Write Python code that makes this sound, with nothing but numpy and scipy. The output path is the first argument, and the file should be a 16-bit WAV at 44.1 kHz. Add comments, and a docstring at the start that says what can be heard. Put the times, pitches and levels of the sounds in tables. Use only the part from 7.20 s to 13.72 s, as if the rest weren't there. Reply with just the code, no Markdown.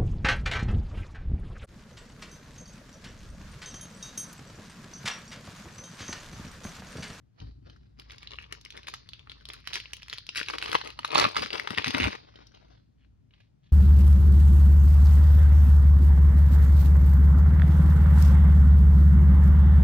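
"""Opening a foil pack of cards

Hands pick a foil pack of trading cards off a wooden table, turn it, pinch the seam, rip it and peel the wrapper away.
Foil snaps are kicked resonances over a crackle of tiny clicks; tear, flutter and sliding cards are shaped grain noise.
Filtered noise and decaying sines make the dull handling and the table; the bare cards slide and tap at the end.
A pair of microphones close above the table hears it in a small, quiet room, made of decaying noise tails."""
import sys
import numpy as np
from scipy import signal
from scipy.fft import rfft, irfft, next_fast_len
from scipy.io import wavfile
from scipy.ndimage import uniform_filter1d, map_coordinates

SR = 44100
rng = np.random.default_rng(int(sys.argv[2]) if len(sys.argv) > 2 else 0)


def pcm_store(signal):
    """Save signal as 16-bit PCM."""
    levels = np.round(np.clip(np.atleast_2d(signal), -1, 1) * 32767)
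    wavfile.write(sys.argv[1], SR, levels.astype(np.int16).T)


N = 287532

# The arms rest and shift on the table. Each row: time in seconds, weight in dB before each layer's trim.
LEANING = [(.04, -59), (.14, -82), (.33, -52.5), (.75, -57), (2, -59), (4.5, -60.5), (5.6, -62.5),
           (6.5, -68)]


def amp(db):
    """Decibels to gain."""
    return 10 ** (np.asarray(db) / 20)


def unit(x):
    """x at rms 1."""
    return x / np.sqrt(np.mean(x ** 2) + 1e-20)


def along(points, hz):
    """(Hz, value) points read on a log frequency axis."""
    f, v = np.transpose(points)
    return np.interp(np.log(hz + 1), np.log(f + 1), v)


def curve(points, **ends):
    """(seconds, value) points as one value per sample."""
    return np.interp(np.arange(N) / SR, *np.transpose(points), **ends)


def wobble(rate):
    """A smooth random curve, rate knots a second."""
    knots = rng.standard_normal(int(N * rate / SR) + 4)
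    return map_coordinates(knots, [np.arange(N) * rate / SR])


def filtered(x, response):
    """x times a response of frequency."""
    size = next_fast_len(N + SR // 2)
    hz = np.fft.rfftfreq(size, 1 / SR)
    return irfft(rfft(x, size) * response(hz), size)[..., :N]


def ring(colour_db, size=1024):
    """The causal click, of energy 1, that has a given colour: folding the cepstrum gives minimum phase."""
    hz = np.fft.rfftfreq(size, 1 / SR)
    cepstrum = irfft(np.log(amp(colour_db(hz))))
    cepstrum[1:size // 2] *= 2
    cepstrum[size // 2 + 1:] = 0
    click = irfft(np.exp(rfft(cepstrum)))
    return click / np.linalg.norm(click)


def resonance(hz, pitch, height_db, octaves):
    """The bell-shaped boost in dB, on an octave axis, of a small surface around its own pitch."""
    return height_db * np.exp(-.5 * (np.log2((hz + 1) / pitch) / octaves) ** 2)


def noise(spectrum):
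    """Coloured noise of rms 1."""
    return unit(filtered(rng.standard_normal(N), lambda hz: amp(along(spectrum, hz))))


def clumped_sizes(spread_db, clump_db, clump_rate, clump_top):
    """Unequal random click sizes that swell and shrink together in clumps."""
    spread = spread_db * np.minimum(rng.standard_normal(N), 1.5)
    clumps = clump_db * np.minimum(wobble(clump_rate), clump_top)
    return amp(spread + clumps)


def grains(spectrum, rate, spread_db, clump_db):
    """Tiny clicks at random moments (rate a second), unequal in size and bunched in clumps; rms 1."""
    fires = rng.random(N) < rate / SR
    sizes = clumped_sizes(spread_db, clump_db, clump_rate=110, clump_top=1.5)
    kicks = fires * sizes * rng.choice([-1, 1], N) / np.sqrt(rate)
    click = ring(lambda hz: along(spectrum, hz))
    return unit(signal.fftconvolve(kicks, click)[:N])


def patchy(x, depth_db):
    """x with resonances that come and go as the contact shifts."""
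    z = signal.stft(x, nperseg=512)[2]
    field = uniform_filter1d(rng.standard_normal(z.shape), size=7, axis=0)
    field = uniform_filter1d(field, size=7, axis=1)
    return unit(signal.istft(z * amp(depth_db * unit(field)), nperseg=512)[1][:N])


def strokes(rows, attack_s, release_s, swell_db=0):
    """Gain of hand movements: each rises, holds or swells to its level, and dies away (seconds per 20 dB)."""
    t = np.arange(0, N, 32) / SR
    power = np.zeros(len(t))
    for start, hold, db in rows:
        to_come = np.clip(1 - (t - start) / max(hold, 1e-3), 0, 1)
        before = np.maximum(start - t, 0) / attack_s
        afterwards = np.maximum(t - start - hold, 0) / release_s
        power += amp(db - swell_db * to_come - 20 * (before + afterwards)) ** 2
    return curve(np.c_[t, np.sqrt(power)])


def clicks(rows, spectrum, facet_db, octaves, usual_treble_db, treble_hz, rise, settle, after, count=600):
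    """Each click is one kick among short, weaker noise that swells and fades, ringing a facet at its own pitch."""
    out, lead = np.zeros(N + SR), SR // 400
    t = (np.arange(count) - lead) / SR
    modes_hz = np.geomspace(700, 9000, 20)
    ripple_db = 2  # scatter of each facet's own uneven resonances
    for start, db, pitch, treble_db in rows:
        # rise and settle count cycles of the facet, so low facets swell and fade more slowly
        swell = np.exp(np.minimum(t * pitch / rise, -t * pitch / settle))
        kicks = after * swell * rng.standard_normal(count)
        kicks[lead] = 1
        ripple = np.c_[modes_hz, ripple_db * rng.standard_normal(len(modes_hz))]

        def colour(hz):
            edge = (treble_db - usual_treble_db) * hz ** 4 / (hz ** 4 + treble_hz ** 4)
            facet = resonance(hz, pitch, facet_db, octaves)
            return along(spectrum, hz) + facet + edge + along(ripple, hz)

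        click = np.convolve(kicks, ring(colour))
        # the level is the click's energy spread over 5 ms, as an rms
        click *= amp(db) * np.sqrt(SR / 200) / np.linalg.norm(click)
        out[round(start * SR) - lead:][:len(click)] += click
    return out[:N]


def room_hush():
    """The room's low hush: noise common to both microphones plus independent noise in each."""
    # Colour of the quiet room. Each row: frequency in Hz, relative level in dB.
    quiet = [(20, -13.5), (60, -7), (110, 9.5), (250, -5), (450, -17), (1100, -25.5), (2500, -32),
             (6000, -37), (10500, -49.5), (16000, -52.5)]
    apart = np.array([noise(quiet), noise(quiet)])
    return amp(-67.5) * noise(quiet) + amp(-66.0) * apart


def table():
    """An arm that lands on the table rings its low modes; the lowest keeps droning while the arms lean and shift."""
    # Ringing modes of the table top. 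Each row: frequency in Hz, relative level in dB, 60 dB decay time in seconds.
    modes = [(56.73, 2, 0.87), (82.2, 1, 0.79), (111.6, 0, 0.37)]
    # An arm lands. Each row: start in seconds, gain of the thud in dB.
    landings = [(.215, -43.5), (0.424, -57.5), (1.109, -53.5)]
    soft_s, drone_db, drone_width_hz = .012, -2.5, 5.1  # the width is taken at half amplitude
    out, t = np.zeros(N + SR), np.arange(SR) / SR
    ringing = sum(amp(db - 60 * t / t60) * np.sin(2 * np.pi * hz * t) for hz, db, t60 in modes)
    thud = ringing * (1 - np.exp(-t / soft_s))
    for start, db in landings:
        out[round(start * SR):][:SR] += amp(db) * thud
    lowest_hz = modes[0][0]
    narrow = lambda hz: 1 / (1 + (2 * (hz - lowest_hz) / drone_width_hz) ** 2)
    drone = unit(filtered(rng.standard_normal(N), narrow))
    return out[:N] + amp(drone_db + curve(LEANING)) * drone


def handling(sheet):
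    """Shoves and leaning arms rumble; hands and the billowing wrapper make dull, lumpy noises."""
    # The hands shove and jolt the pack. Each row: start in seconds, hold in seconds, boom level in dB.
    bump_rows = [(.217, 0.068, -41.5), (.42, 0.053, -55), (3.46, 0.039, -57), (3.79, 0.0221, -55),
                 (4.025, .02, -46.5), (4.19, 0.043, -50.5), (4.81, 0.06, -35.5)]
    # The opened wrapper billows against hands and stack. Each row: start in seconds, hold in seconds, level in dB.
    billow_rows = [(3.552, 0.0059, -44.5), (3.79, 0.0082, -51.5), (3.955, 0.017, -39.5),
                   (4.04, 0.014, -31.5), (4.19, 0.06, -41.5), (4.33, 0.065, -50.5), (4.51, 0.014, -39.5),
                   (4.575, 0.018, -35.5), (4.665, 0.035, -38), (4.745, 0.025, -31), (4.8, 0.032, -31),
                   (4.85, 0.039, -35.5)]
    # Colour of the boom. Each row: frequency in Hz, relative level in dB.
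    boom_colour = [(20, -15), (40, -12), (57, 3), (80, 2), (105, 1), (140, -3.5), (250, -35), (800, -69.5)]
    # Colour of the dull hand noise. Each row: frequency in Hz, relative level in dB.
    hand_colour = [(50, -29), (100, -1), (170, -7.5), (260, -0.5), (340, -5), (500, -24.5), (1000, -28.5),
                   (3000, -63)]
    # the knock is the dull noise that goes with the boom; the skin rustles under leaning arms
    knock_db, skin_db, flutter_db = -9, -10, -21
    bumps = strokes(bump_rows, attack_s=0.02, release_s=0.033)
    lean = amp(curve(LEANING))
    billow = strokes(billow_rows, attack_s=0.0088, release_s=0.03)
    billow = np.hypot(billow, amp(flutter_db) * sheet)  # a little of it goes with all flutter
    dull = np.sqrt(billow ** 2 + (amp(knock_db) * bumps) ** 2 + (amp(skin_db) * lean) ** 2)
    boom = np.hypot(bumps, amp(-2.5) * lean) * noise(boom_colour)
    return boom + dull * grains(hand_colour, rate=1100, spread_db=1.5, clump_db=4)


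def cards():
    """Smooth faces rub with a hush whose colour shifts, card edges brush more thinly, and corners tap."""
    # The pack slides off the table, later a thumb rubs the bare stack.
    # Each row: start in seconds, hold in seconds, level in dB before the mix.
    rub_rows = [(.197, 0.022, -54.5), (.245, 0.014, -74), (.468, 0.015, -56.5), (.56, 0.11, -71),
                (4.97, 0.12, -59), (5.16, 0.06, -55.5), (5.335, 0.034, -56.5), (5.42, 0.075, -64.5),
                (5.51, 0.037, -60.5)]
    # Pack and card edges touch.
    # Each row: time in seconds, level in dB before the mix, pitch in Hz, share of treble in dB.
    tap_rows = [(.201, -40.5, 3060, -28), (.4981, -45.5, 2880, -26), (.5617, -51.5, 1510, -16),
                (5.1397, -50, 1290, -44), (5.1571, -40.5, 3140, -26), (5.2199, -55, 1030, -42),
                (5.2689, -45.5, 4630, -9), (5.3184, -55, 1500, -18), (5.3478, -46.5, 3060, -18),
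                (5.483, -60, 2530, -22), (5.8475, -61, 2254, -37), (6.1081, -59, 2300, -34),
                (6.1375, -52, 2600, -40), (6.204, -54.5, 1900, -28)]
    # The cards are squared up. Each row: start in seconds, hold in seconds, level in dB before the mix.
    brush_rows = [(5.785, 0.062, -70.5), (6.13, 0.015, -65), (6.178, 0.038, -58), (6.438, 0.042, -64.5)]
    # Colour of card faces and taps. Each row: frequency in Hz, relative level in dB.
    face_colour = [(100, -4.5), (300, 9.5), (700, 7.5), (1100, 2.5), (1600, 0.5), (2500, -2.5), (4400, 0),
                   (5400, -9), (6500, -17), (7800, -43), (10500, -42.5), (14000, -55)]
    # Colour of brushed card edges. Each row: frequency in Hz, relative level in dB.
    edge_colour = [(200, 6.5), (1000, -4), (1600, -3.5), (2500, 1), (4600, -5.5), (6000, -15.5),
                   (7800, -39), (14000, -42)]
    faces = patchy(grains(face_colour, rate=1800, spread_db=5, clump_db=3), depth_db=1.5)
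    edges = patchy(grains(edge_colour, rate=1500, spread_db=4.5, clump_db=3), depth_db=1.5)
    rub = strokes(rub_rows, attack_s=0.041, release_s=0.12) * faces
    brush = strokes(brush_rows, attack_s=0.03, release_s=0.064) * edges
    taps = clicks(tap_rows, face_colour, facet_db=14.0, octaves=0.45, usual_treble_db=-50, treble_hz=6150,
                  rise=0.27, settle=7.2, after=0.39)
    return amp(-1.0) * rub + amp(-5.5) * brush + amp(-6.5) * taps


def working():
    """Grips, pulls and steady strain add up to the effort on the foil; a slack sheet turns it into flutter."""
    # Fingers take a new grip and the foil crackles. Each row: start in seconds, hold in seconds, effort in dB.
    grip_rows = [(.795, 0.0089, -52), (.905, 0.018, -49), (1.03, 0.016, -52), (1.12, 0.025, -52),
                 (1.19, 0.035, -53.5), (1.325, 0.008, -49), (1.55, 0.038, -52.5), (1.68, 0.012, -43.5),
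                 (1.74, 0.0093, -50), (2.105, 0.015, -56), (2.29, 0.072, -51.5), (2.475, 0.025, -44.5),
                 (2.54, 0.022, -37.5), (2.7, 0.075, -55.5), (2.89, 0.061, -50.5), (3.16, 0.033, -31.5),
                 (3.29, 0.057, -41.5), (3.66, 0.022, -43), (3.93, 0.015, -37), (4.165, 0.039, -35.5),
                 (4.225, 0.014, -35), (4.33, 0.046, -39.5), (4.505, 0.016, -40.5), (4.575, 0.018, -37.5),
                 (4.662, 0.017, -36), (4.74, 0.017, -37.5)]
    # Long pulls build up until the wrapper gives way.
    # Each row: start in seconds, length in seconds, final effort in dB.
    pull_rows = [(3.425, 0.13, -38.5), (3.955, 0.066, -30), (4.778, 0.075, -32.5)]
    # Steady strain on the pack between grips. Each row: time in seconds, effort in dB.
    strain_points = [(.76, -90), (.86, -63.5), (1.85, -66), (2.42, -60.5), (2.62, -57), (3.08, -63),
                     (3.3, -50), (3.6, -50), (3.75, -60.5), (4.08, -47), (4.45, -49), (4.94, -47),
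                     (5.02, -65)]
    # Slackness of the sheet, least while the seam is pinched taut.
    # Each row: time in seconds, flutter over effort in dB.
    slack = [(1.15, -2), (1.35, -0.5), (1.75, 1), (2.1, 0.5), (2.52, -7.5), (3.18, -16), (3.36, 1.5),
             (3.7, -1), (3.93, 7.5), (4.04, 10), (4.15, 2), (4.35, 0.5), (4.85, 5)]
    grips = strokes(grip_rows, attack_s=0.023, release_s=0.057)
    pulls = strokes(pull_rows, attack_s=0.034, release_s=0.085, swell_db=2.5)
    strain = amp(curve(strain_points, left=-np.inf, right=-np.inf))
    effort = np.sqrt(grips ** 2 + pulls ** 2 + strain ** 2)
    return effort, effort * amp(curve(slack))


def buckles(effort, count=500):
    """The clear snaps, and chance ones whose number and size follow the effort."""
    # The clearest buckles of the foil.
    # Each row: time in seconds, level in dB before the mix, pitch of the facet in Hz, share of treble in dB.
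    snap_rows = [(0.7978, -43.5, 2600, -4), (0.9075, -43, 3020, -22), (0.9829, -45.5, 2690, -20),
                 (1.024, -52, 2930, -21), (1.0306, -42, 1690, -22), (1.073, -38, 4000, -30.5),
                 (1.1081, -44.5, 4300, -28), (1.118, -42.5, 4000, -29), (1.1351, -42, 2400, -36),
                 (1.1568, -49, 3000, -24), (1.1867, -33.5, 2230, -51), (1.2415, -47, 2970, -46),
                 (1.3251, -33, 1620, -10.5), (1.4129, -50.5, 4100, -5), (1.4507, -40.5, 2980, -7),
                 (1.4606, -43.5, 2150, -53), (1.5051, -40, 2980, -12), (1.5239, -46, 3190, -13),
                 (1.5685, -44.5, 2900, -8), (1.5753, -39.5, 2050, -11.5), (1.632, -47, 3110, -20),
                 (1.671, -37, 3100, -10.5), (1.681, -40.5, 4570, -6.5), (1.6848, -34.5, 1320, -16),
                 (1.6985, -45, 4160, -7.5), (1.7395, -31.5, 1250, -13.5), (1.7465, -42, 3600, -12),
                 (1.89, -40.5, 3340, -18), (1.9341, -37.5, 2900, -23), (1.9942, -46.5, 3480, -17),
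                 (2.0731, -47, 1570, -36), (2.0973, -38, 2870, -28), (2.1178, -38.5, 3140, -14),
                 (2.2544, -39, 3770, -12), (2.2883, -39, 2870, -2.5), (2.3018, -35, 2810, -37),
                 (2.335, -40, 2763, 4), (2.474, -29.5, 1982, -14.5), (2.533, -29, 3000, -11),
                 (2.5406, -32.5, 2720, -8.5), (2.5492, -33, 3320, -14), (2.5565, -27.5, 2690, -9.5),
                 (2.565, -38, 3050, -12), (2.6013, -35, 2800, -14.5), (2.657, -40.5, 2260, -51),
                 (2.7337, -31, 2830, -5.5), (2.7682, -45, 3300, -2), (2.8215, -44.5, 2670, -14),
                 (2.831, -41, 3280, -12), (2.8831, -42, 2100, -14.5), (2.8985, -35.5, 3590, -4.5),
                 (2.9289, -31.5, 2430, -17), (2.9352, -34.5, 2710, -10), (2.9769, -43.5, 2800, -18),
                 (2.9838, -34, 3960, -12.5), (3.0669, -42.5, 3860, -15.5), (3.0909, -29.5, 3380, -22),
                 (3.1707, -30, 2400, -1.5), (3.1767, -26.5, 4400, -14.5), (3.1837, -29, 1770, -18),
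                 (3.194, -33.5, 4000, -18), (3.2012, -33, 2230, -21), (3.2136, -29, 1690, -33.5),
                 (3.2304, -33, 3160, -24.5), (3.2621, -40.5, 3800, -17.5), (3.2855, -28, 1870, -21),
                 (3.3003, -30, 1158, -14), (3.338, -31, 1230, -31.5), (3.3841, -29, 1970, -17),
                 (3.416, -36.5, 2800, -16), (3.4258, -26.5, 1400, -16.5), (3.4415, -33.5, 2600, -20.5),
                 (3.4597, -32, 2530, -14.5), (3.4806, -35, 1500, -20), (3.5167, -29.5, 2500, -12.5),
                 (3.5301, -24.5, 1760, -19), (3.5459, -26, 1000, -25.5), (3.552, -13.5, 1140, -27.5),
                 (3.5579, -27.5, 1380, -30), (3.6142, -31, 1290, -37), (3.6487, -41.5, 2800, -19.5),
                 (3.6597, -41, 2500, -25), (3.6741, -35.5, 1775, -10), (3.7038, -39, 2350, -16.5),
                 (3.791, -29.5, 1160, -23), (3.832, -42, 1700, -25.5), (3.8481, -22.5, 1250, -26),
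                 (3.8559, -39.5, 2060, -3), (3.878, -40, 2340, -9), (3.9061, -35.5, 2760, -25.5),
                 (3.9177, -31, 1237, -21), (3.9485, -24.5, 1040, -13.5), (3.9512, -25.5, 1080, -26),
                 (3.9555, -11.5, 1030, -52), (3.9806, -16.5, 1088, -20), (3.9879, -18, 1080, -17.5),
                 (3.9983, -16.5, 1500, -15.5), (4.0149, -27.5, 1160, -24.5), (4.033, -28, 1900, -25.5),
                 (4.042, -17, 1100, -36.5), (4.0511, -15, 990, -47.5), (4.0896, -42, 1370, -3),
                 (4.147, -34, 950, -32), (4.1575, -29, 1080, -29), (4.1664, -18.5, 1205, -29),
                 (4.1712, -27.5, 3100, -22.5), (4.223, -29.5, 1080, -23), (4.2607, -31.5, 1380, -24),
                 (4.305, -31, 2170, -29), (4.331, -29, 3800, -19.5), (4.3453, -33.5, 950, -25),
                 (4.3559, -30, 990, -29.5), (4.3977, -25, 2020, -16.5), (4.4744, -25.5, 1160, -26),
                 (4.506, -29, 1230, -21.5), (4.5483, -35.5, 2900, -21), (4.5772, -25, 1790, -23),
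                 (4.5838, -19.5, 1905, -24.5), (4.5992, -36.5, 2630, -22), (4.6229, -34.5, 2490, -26),
                 (4.6444, -22, 1770, -22.5), (4.662, -30, 2150, -19), (4.6695, -28, 2370, -16),
                 (4.6806, -26, 3210, -16), (4.7069, -27.5, 2880, -17.5), (4.748, -22.5, 2270, -22),
                 (4.782, -28, 1230, -13), (4.801, -26, 2270, -24), (4.809, -26.5, 2270, -26.5),
                 (4.821, -27, 2240, -24), (4.832, -26, 2620, -26), (4.8419, -24.5, 3000, -23.5),
                 (4.847, -25.5, 1500, -23), (4.8721, -28.5, 1900, -21), (4.9528, -40, 2150, -21)]
    # strays come this often at the usual effort; more effort brings more
    strays_per_s, usual_effort_db, growth = 16, -50.5, .45
    level_db, level_scatter_db = -1, 1.5  # over the effort
    typical_hz, scatter_octaves = 2480, 0.24
    treble_db, treble_scatter_db = -9.5, 3.5
    due = np.cumsum(strays_per_s * (effort / amp(usual_effort_db)) ** growth) / SR
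    moments = np.searchsorted(due, np.cumsum(rng.exponential(size=count)))
    luck = np.clip(rng.standard_normal((count, 3)), -2, 2)
    strays = []
    for i, (size, pitch, edge) in zip(moments, luck):
        if SR // 2 < i < N:
            db = 20 * np.log10(effort[i] + 1e-9) + level_db + level_scatter_db * size
            hz = typical_hz * 2 ** (scatter_octaves * pitch)
            strays.append((i / SR, db, hz, treble_db + treble_scatter_db * edge))
    return list(snap_rows) + strays


def snapping(effort):
    """Large foil facets buckle from one shape to another, each a snap at the facet's own pitch."""
    # Colour of the snaps. Each row: frequency in Hz, relative level in dB.
    snap_colour = [(60, -20.5), (250, -8), (480, 1), (720, -2.5), (1100, 1.5), (1600, -5.5), (2500, 0.5),
                   (4400, 0), (6000, -8), (7800, -18.5), (10500, -18), (14000, -33), (16000, -30.5)]
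    return clicks(buckles(effort), snap_colour, facet_db=11, octaves=0.6, usual_treble_db=-19.5,
                  treble_hz=5290, rise=1.1, settle=2.5, after=0.15)


def crackle(effort, count=30):
    """Harder handling fires more creases a second; each one rings a small facet with a narrow pitch of its own."""
    # Colour of the creases. Each row: frequency in Hz, relative level in dB.
    crease_colour = [(200, -30), (700, -18), (1200, -2.5), (1700, 1.5), (2500, 0.5), (3400, -2.5),
                     (4700, -2.5), (6000, -7.5), (7800, -28), (10500, -26.5), (14000, -36.5), (16000, -30)]
    busy = np.clip(450 * (effort / .01) ** .35, 400, 900)  # creases a second
    pitches = np.geomspace(980, 5086, count)  # Hz, from the largest to the smallest creases
    facets = [ring(lambda hz: along(crease_colour, hz) + resonance(hz, pitch, height_db=10, octaves=.22))
              for pitch in pitches]
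    sizes = clumped_sizes(spread_db=5.5, clump_db=3.5, clump_rate=90, clump_top=1.2)
    kicks = sizes * rng.choice([-1, 1], N) / np.sqrt(busy)
    which = rng.integers(count, size=N)
    out = np.zeros(N + SR)
    for i in np.flatnonzero(rng.random(N) < busy / SR):
        out[i:i + len(facets[0])] += kicks[i] * facets[which[i]]
    return effort * unit(out[:N])


def tearing(effort):
    """The tear's fizz grows faster with effort than the crackle."""
    # Colour of the tear. Each row: frequency in Hz, relative level in dB.
    tear_colour = [(2000, -35), (6000, -13.5), (8000, 7), (11000, 1.5), (14000, -14), (16000, -3)]
    fizz = grains(tear_colour, rate=2000, spread_db=5, clump_db=3)
    return effort * (effort / 0.065) ** .5 * fizz


def fluttering(sheet):
    """The freed sheet flutters: grains whose resonances shift."""
    # Colour of the loose sheet. Each row: frequency in Hz, relative level in dB.
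    sheet_colour = [(60, -39.5), (200, -11.5), (420, 2), (700, -4), (1120, -2), (1500, -12), (2500, -10),
                    (6000, -39.5), (16000, -65)]
    return sheet * patchy(grains(sheet_colour, rate=550, spread_db=6.5, clump_db=3.5), depth_db=1.5)


def foil(effort, sheet):
    """Big facets snap; around them creases crackle, the seam fizzes as it rips and the freed sheet flutters."""
    sharp = amp(-0.8) * snapping(effort) + amp(-3.0) * crackle(effort)
    return sharp + amp(-17.5) * tearing(effort) + amp(-1.5) * fluttering(sheet)


def reflections(x, decay, delay):
    """x through a new decaying noise tail for each microphone, scaled to energy 1 on the left."""
    hz, t, z = signal.stft(rng.standard_normal((2, SR // 3)), SR, nperseg=128)
    fade = amp(-60 * t / along(decay, hz)[:, None])
    tail = signal.istft(z * fade, SR, nperseg=128)[1]
    tail = np.pad(tail / np.linalg.norm(tail[0]), ((0, 0), (round(delay * SR), 0)))
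    return signal.oaconvolve(x[None], tail, axes=1)[:, :N]


def room(x, count=28):
    """Table and hands scatter the sound at once, in a pattern that shifts as they move; the walls answer later."""
    # Sound that arrives unscattered. Each row: frequency in Hz, share of the power from 0 to 1.
    direct_share = [(1000, .97), (2300, .82), (4000, .55), (5400, .05), (6200, .25), (7400, .7),
                    (10000, .8)]
    # Decay of the room. Each row: frequency in Hz, 60 dB decay time in seconds.
    room_decay = [(200, 0.013), (1500, 0.06), (3000, 0.23), (4800, 0.46), (8000, 0.043), (15000, 0.17)]
    far_db, aim_db = -11, 2
    place = np.linspace(0, count - 1, N)
    poses = [x * np.sqrt(np.maximum(1 - abs(place - k), 0)) for k in range(count)]
    near = sum(reflections(pose, [(1000, 0.024)], delay=0) for pose in poses)
    far = sum(reflections(pose, room_decay, delay=.005) for pose in poses)
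    # facets face their own ways: left against right wanders
    aim = amp(aim_db * np.outer([1, -1], wobble(45)))
    aim = aim / np.sqrt(np.mean(aim ** 2, axis=0))
    direct = aim * filtered(x, lambda hz: np.sqrt(along(direct_share, hz)))
    scattered = filtered(near, lambda hz: np.sqrt(1 - along(direct_share, hz)))
    return direct + scattered + amp(far_db) * far


def scene():
    """Foil and cards in the room, over handling noise, the table and the room's low hush."""
    effort, sheet = working()
    in_room = room(foil(effort, sheet) + cards())
    return in_room + handling(sheet) + table() + room_hush()


def record(dry):
    """The two microphones differ in phase and level, round off the hardest peaks and keep nothing above a limit."""
    # Phase between the microphones. Each row: frequency in Hz, lead of the left in radians.
    port_phase = [(20, 0), (100, .25), (170, .6), (260, 2), (400, 2.8), (700, 3.4), (1000, 3.9),
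                  (1700, 5.2), (4300, 5.3), (5200, 4.3), (5700, 1.3), (6500, 2), (7800, 3.2), (10000, 5.6),
                  (14500, 9.2)]
    # Level between the microphones. Each row: frequency in Hz, left minus right in dB.
    port_balance = [(60, .3), (120, 2.5), (230, 7), (450, 6), (700, 3), (1300, 2.8), (2400, 2), (3700, .8),
                    (5500, 1.8), (9000, .5)]
    top_hz = 16200

    def ports(hz):
        lean = amp(along(port_balance, hz) / 2) * np.exp(.5j * along(port_phase, hz))
        pair = np.array([lean, 1 / lean])
        return pair / np.sqrt(np.mean(abs(pair) ** 2, axis=0))

    heard = filtered(dry, ports)
    rounded = heard / (1 + (heard / .78) ** 4) ** .25
    return filtered(rounded, lambda hz: hz < top_hz)


dry = scene()
out = record(dry)
pcm_store(out)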